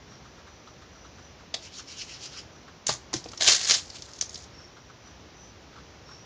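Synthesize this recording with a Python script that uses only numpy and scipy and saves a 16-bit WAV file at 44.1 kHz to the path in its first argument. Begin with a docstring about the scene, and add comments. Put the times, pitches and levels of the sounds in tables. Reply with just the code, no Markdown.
"""A small room hums with faint dull ticks and thin whistles, close to a cheap camera, all but mono.
Then hands slap, rub together, and slap and roll a small lump over a paper-covered table.
Skin and paper hiss as grains of coloured noise; blows ring the table top as a bank of damped modes.
The camera samples at 16 kHz, so a weak mirror of the treble stands above 8 kHz."""
import sys
import numpy as np
from scipy import signal
from scipy.fft import rfft, irfft, next_fast_len
from scipy.io import wavfile
from scipy.ndimage import uniform_filter1d

SR = 44100
rng = np.random.default_rng(int(sys.argv[2]) if len(sys.argv) > 2 else 0)


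def output_pcm(signal):
    """Save a mono or channel-first signal as 16-bit PCM at the path in sys.argv[1].

    Samples are clipped to [-1, 1] before scaling.
    """
    pcm = np.clip(np.atleast_2d(signal).T, -1, 1) * 32767
    wavfile.write(sys.argv[1], SR, np.round(pcm).astype(np.int16))


def elevation(decibels):
    """Turn decibel levels (scalar or array-like) into linear amplitude ratios."""
    levels = np.asarray(decibels, float)
    return 10 ** (levels / 20)


N = 275623
T = np.arange(N) / SR
CREST_DB = 8  # a noise is taken to peak this far above its rms

# modes of the table top: (pitch_hz, undamped width_hz, level_db)
MODES = [(130, 21.6, -3.5), (222, 46, -5), (330, 40.6, 1.5), (483, 67, 1), (660, 90, 4.5), (850, 102, -0.5),
         (944, 130, -3), (1180, 133, 0.5), (1495, 70, -1), (2070, 790, -7.5)]


def unit(x):
    """Scale to rms 1."""
    return x / np.sqrt(np.mean(np.abs(x) ** 2))


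def colour(x, points):
    """Shape a noise by (pitch_hz, level_db) points, joined along log frequency; rms 1."""
    hz, db = np.transpose(points)
    size = next_fast_len(N)
    f = np.arange(size // 2 + 1) * SR / size + 1  # 1 Hz up, to keep the logarithm finite
    gain = elevation(np.interp(np.log(f), np.log(hz), db))
    return unit(irfft(rfft(x, size) * gain, size)[:N])


def ring(x, hz, width_hz):
    """One resonance."""
    return signal.lfilter(*signal.iirpeak(hz, hz / width_hz, fs=SR), x)


def walk(rate):
    """Random levels, drawn rate times a second and slewed from one to the next; rms 1."""
    hold = int(SR / rate)
    levels = rng.standard_normal(N // hold + 1)
    return unit(uniform_filter1d(np.repeat(levels, hold), hold)[:N])


def grains(spread_db, flutter_db, rate):
    """Fibres catch and let go: dense clicks of uneven size that come in flurries."""
    size = np.minimum(rng.exponential(size=N), 6)
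    level_db = spread_db * size + flutter_db * walk(rate)
    return rng.standard_normal(N) * elevation(level_db)


def patchy(x, rate, depth_db):
    """The contact wanders over creases, so each third of an octave swells on its own."""
    bands_hz = 1300 * 2 ** np.arange(0, 2.7, 1 / 3)
    out = 0
    for k, hz in enumerate(bands_hz):
        band = ring(ring(x, hz, hz / 3), hz, hz / 3)
        # neighbours alternate in sign so that they add where they overlap
        out = out + (-1) ** k * elevation(depth_db * walk(rate)) * band
    return unit(out)


def strokes(rows, release_db_per_s):
    """Each stroke swells to full grip, holds while its level drifts, then dies away."""
    out = 0
    for full_s, hold_s, db, gain_db, attack_db_per_s in rows:
        t = T - full_s
        hold_s = max(hold_s, .002)
        swell_db = attack_db_per_s * np.minimum(t, 0)
        fade_db = -release_db_per_s * np.maximum(t - hold_s, 0)
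        drift_db = gain_db * np.clip(t / hold_s, 0, 1)
        out = out + elevation(np.maximum(db + drift_db + swell_db + fade_db, -200))
    return out


def burst(start_s, rise_ms, t60_s):
    """Grows to its peak as the contact closes, then fades exponentially."""
    t = T - start_s - rise_ms / 1000  # zero at the peak
    growth = 1000 * t / max(rise_ms, .1)
    decay = -np.log(1000) * t / max(t60_s, .005)
    return np.exp(np.minimum(growth, decay))


def tail(x, t60_s):
    """Short diffuse echo of a small room: decaying noise after a 4 ms gap."""
    t = T[:SR // 3]
    echo = rng.standard_normal(len(t)) * np.exp(-np.log(1000) * t / t60_s) * (t > .004)
    return signal.fftconvolve(x, echo / np.linalg.norm(echo))[:N]


def room():
    """Broad hum and hiss: coloured noise whose level drifts slightly."""
    # room spectrum: (pitch_hz, level_db per Hz)
    spectrum = [(25, -33), (42, -11.5), (60, 2.5), (90, 1), (220, -5.5), (350, -6), (850, -11), (1400, -14),
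                (1800, -15.5), (4600, -19.5), (5900, -17), (6700, -25.5), (7300, -31.5), (7800, -49)]
    level_db = -50.5 + .4 * walk(3)
    return elevation(level_db) * colour(rng.standard_normal(N), spectrum)


def ticks():
    """Faint puffs of noise in one dull resonance, with a little treble."""
    # ticks: (start_s, nominal peak level_db of the dull part)
    puffs = [(0.1166, -43.5), (0.2493, -42), (0.3805, -43.5), (0.4698, -41), (0.6714, -41), (0.816, -41.5),
             (0.9572, -48), (1.046, -41.5), (1.1802, -43.5), (1.3962, -45), (1.7894, -38.5), (2.364, -43),
             (2.5501, -49), (2.6783, -40), (4.0814, -42), (4.5979, -45.5), (4.7656, -42.5), (4.8958, -44),
             (5.0694, -43.5), (5.7279, -46), (5.7573, -43.5), (5.7794, -43), (6.0851, -43), (6.1094, -45)]
    dull_hz, width_hz, rise_ms, t60_s = 1310, 610, 4.5, 0.12
    noise = rng.standard_normal(N)
    treble = elevation(-6) * unit(ring(ring(noise, 3800, 2500), 3000, 2300))
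    dull = unit(ring(ring(noise, dull_hz, width_hz), dull_hz, width_hz))
    envelope = sum(elevation(db - CREST_DB) * burst(s, rise_ms, t60_s) for s, db in puffs)
    return (dull + treble) * envelope


def whistles():
    """Breathy near-tones that glide, swell and fade: carriers blurred by slow complex noise."""
    # whistles: (start_s, length_s, first_hz, last_hz, nominal level_db)
    glides = [(0.052, 0.15, 5550, 5700, -55.5), (0.257, 0.13, 6000, 5980, -61),
              (.46, 0.14, 5950, 5820, -58), (0.607, 0.19, 5900, 5950, -60), (0.876, 0.26, 5800, 5950, -58),
              (1.1, .24, 5920, 5920, -56.5), (2.46, 0.2, 5840, 5850, -61), (4.52, .2, 5460, 5540, -50.5),
              (4.638, .33, 5700, 5850, -60), (5.0, .14, 5800, 5930, -55), (5.143, .15, 5900, 6100, -66),
              (5.339, 0.2, 5960, 5950, -52.5), (5.802, .2, 5950, 5930, -64), (6.05, 0.16, 5480, 5510, -49),
              (6.159, 0.17, 5760, 5850, -55)]
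    real = uniform_filter1d(rng.standard_normal(N), size=240)
    imaginary = uniform_filter1d(rng.standard_normal(N), size=240)
    blur = unit(real + 1j * imaginary)
    out = 0
    for start_s, length_s, first_hz, last_hz, db in glides:
        u = np.clip((T - start_s) / length_s, 0, 1)  # progress, 0 to 1
        turns = length_s * (first_hz * u + (last_hz - first_hz) * u ** 2 / 2)
        swell = elevation(db) * np.sin(np.pi * u) ** 0.78
        out = out + swell * np.real(blur * np.exp(2j * np.pi * turns))
    return out


def palms():
    """Dry skin sliding on skin: a fine, uneven hiss."""
    # palm against palm, one row a stroke: (full_grip_s, hold_s, friction level_db, held gain_db)
    rubs = [(1.64, .03, -44.5, 0), (1.745, .058, -42.5, 0), (1.885, .043, -48, 4.5), (1.975, 0.045, -46, 8),
            (2.1, 0.063, -42.5, -1), (2.215, 0.045, -45, 8), (2.32, 0.071, -47, 6.5)]
    # skin spectrum: (pitch_hz, level_db per Hz)
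    skin = [(880, -21), (1500, -11.5), (1700, -13), (2390, -7), (2990, -1), (3600, -6), (4470, -2.5),
            (5660, 0.5), (6870, -8), (7900, -19), (10300, -43), (17400, -120)]
    attack_db_per_s, release_db_per_s = 452, 554
    grip = strokes([(*row, attack_db_per_s) for row in rubs], release_db_per_s)
    return grip * patchy(colour(grains(1.2, 1.5, 120), skin), 30, depth_db=2.6)


def table(x):
    """The board under the paper; the resting hand damps its modes to broad humps."""
    damping = 2.5  # times the undamped width
    out = 0
    for k, (hz, width_hz, db) in enumerate(MODES):
        out = out + (-1) ** k * elevation(db) * ring(x, hz, damping * width_hz)
    return out


def knocks():
    """The heel of the hand sets off the board's modes; each spot wakes mostly those near one pitch."""
    # knocks of the table top: (start_s, level_db, pitch_hz that the struck spot favours)
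    hits = [(1.541, -29, 640), (2.892, -14.5, 955), (2.897, -22.5, 624), (2.914, -32, 130),
            (3.138, -32, 1180), (3.141, -22, 330), (3.156, -20.5, 179), (3.258, -28.5, 460),
            (3.408, -26.5, 660), (3.424, -28, 660), (3.479, -25, 660), (3.708, -29, 780)]
    out = 0
    for start_s, db, spot_hz in hits:
        t = np.clip(T - start_s, 0, None)
        onset = 1 - np.exp(-t / 0.0012)
        for hz, width_hz, mode_db in MODES:
            # 19 dB less for each octave away from the favoured pitch
            share = elevation(db + mode_db - 19 * abs(np.log2(hz / spot_hz)))
            decay = np.exp(-np.pi * width_hz * t)
            out = out + share * onset * decay * np.sin(2 * np.pi * hz * t)
    return out


def paper():
    """Sweeps and slaps rustle the sheet and push on the board."""
    # hand pressed along the paper, one row a sweep:
    # (full_grip_s, hold_s, friction level_db, held gain_db, attack_db_per_s)
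    sweeps = [(2.885, .02, -29, -1, 1500), (3.15, .025, -36, -3, 1500), (3.26, .1, -53, 0, 500),
              (3.409, .03, -23, -1, 1800), (3.475, 0.058, -17, -2.5, 700), (3.6, 0.053, -34, 1, 400),
              (3.695, 0.016, -22.5, 2, 500), (3.748, 0.036, -30, -8.5, 800), (3.84, .09, -51, 0, 500),
              (3.955, .015, -42, 2, 800), (4.03, .15, -54, 4, 400), (4.315, 0.12, -47, -3, 500)]
    # slaps and crackles: (start_s, nominal paper peak level_db, table_db relative to it, brightest_hz)
    blows = [(1.541, -12.5, -14, 3630), (1.5644, -34, -13, 5250), (2.6306, -44, -11, 4550),
             (2.867, -8.5, -25, 7100), (2.8904, -9.5, -8.5, 4760), (2.9245, -16.5, -29, 6630),
             (2.95, -29, -13, 6900), (3.1306, -17.5, -8, 5900), (3.1381, -13.5, -11.5, 5950),
             (3.1644, -30, -24, 6270), (3.241, -30, -15, 4840), (3.2592, -40, 12.5, 5460),
             (3.2863, -26, -16, 4840), (3.3167, -28.5, -11, 6240), (3.3333, -30.5, 0, 3230),
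             (3.375, -24, -20, 5740), (3.3884, -42, 2.5, 5940), (3.4085, -23, -21, 4170),
             (3.483, -5, -19, 4490), (3.503, -23, -17, 4970), (3.5194, -7, -36, 4400),
             (3.6513, -17, -34, 5040), (3.6963, -11.5, -17.5, 4810), (3.711, -7.5, -20.5, 4830),
             (3.7475, -12, -25, 4700), (3.901, -25, -18, 4840), (3.946, -33, -7, 4950),
             (4.021, -24.5, -16, 5640), (4.134, -30.5, -31, 5400), (4.16, -31, -23, 6170),
             (4.187, -27, -39, 6230), (4.211, -10, -29.5, 5500), (4.224, -29, -6, 5170),
             (4.2933, -27, -32, 6200), (4.343, -23.5, -31, 5430), (4.3554, -24.5, -28, 4230),
             (4.3754, -31.5, -8, 5600), (4.4387, -32.5, -22, 6230)]
    # paper spectrum: (pitch_hz, level_db per Hz)
    spectrum = [(880, -32), (1500, -11.5), (1690, -6.5), (2620, -7), (2840, -4.5), (3890, -1.5), (4630, 1),
                (6730, -1), (7320, -6.5), (7900, -10.5), (10300, -9), (17400, -120)]
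    release_db_per_s = 330
    light_touch_db, light_touch_hz = -40, 3400  # softer sweeps lose what lies under this pitch
    push_db = -18  # share of a sweep that presses into the board
    rise_ms, t60_s = 1, .054  # t60 of a 0 dB slap
    t60_s_per_db = 0.001  # harder slaps ring a little longer

    grip = strokes(sweeps, release_db_per_s)
    fibres = patchy(colour(grains(4.2, 1.9, 300), spectrum), 60, depth_db=1.9)
    highpass = signal.butter(2, light_touch_hz, "high", fs=SR, output="sos")
    thin = signal.sosfilt(highpass, fibres)
    firm = np.minimum(grip / elevation(light_touch_db), 1)
    sheet = grip * (firm * fibres + (1 - firm) * thin)

    rustle = colour(grains(2.8, 1.7, 400), spectrum)
    push = elevation(push_db) * grip
    slaps = 0
    for start_s, db, table_db, bright_hz in blows:
        shape = elevation(db - CREST_DB) * burst(start_s, rise_ms, t60_s + t60_s_per_db * db)
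        slap = shape * rustle
        # the struck patch of paper favours one region of the treble
        slaps = slaps + 0.27 * slap + 0.98 * ring(slap, bright_hz, 1520)
        push = push + elevation(table_db) * shape
    board = unit(table(grains(1.8, 0.67, 140)))
    return sheet + slaps + push * board


def scene():
    """Hands near the camera in a small room; left and right differ only faintly, in the treble."""
    near = palms() + paper() + knocks()
    echo = elevation(-10) * tail(near, 0.22)
    mono = near + echo + room() + ticks() + whistles()
    side = elevation(-28) * tail(ring(near, 3000, 6000), 0.012)
    return np.array([mono + side, mono - side])


def band_limit(x):
    """A steep low-pass at the top of the band."""
    return signal.sosfilt(signal.butter(12, 12700, fs=SR, output="sos"), x)


def record(dry):
    """Steep cut below half the camera's rate, a leaky mirror above, a whine heard only while the rest is quiet."""
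    rate_hz = 16000
    whine_hz, whine_db = 12000, -86  # the camera's electronic whine; rms while it sounds
    loud_db = -34  # short-term rms above which the whine is absent

    cut = signal.butter(24, 7650, fs=SR, output="sos")
    band = signal.butter(5, [8150, 9400], "band", fs=SR, output="sos")
    lid = signal.ellip(10, .3, 80, 9560, fs=SR, output="sos")
    # multiplying by the sampling rate's tone folds each pitch f to rate - f
    folded = dry * np.cos(2 * np.pi * rate_hz * T)
    mirror = signal.sosfilt(np.vstack([band, lid]), folded)

    loud = uniform_filter1d(dry ** 2, size=1500) > elevation(loud_db) ** 2
    gate = uniform_filter1d(1. - loud, size=600)
    whine = gate * elevation(whine_db) * np.sqrt(2) * np.sin(2 * np.pi * whine_hz * T)
    return band_limit(signal.sosfilt(cut, dry) + elevation(-10) * mirror + whine)


dry = scene()
out = record(dry)
output_pcm(out)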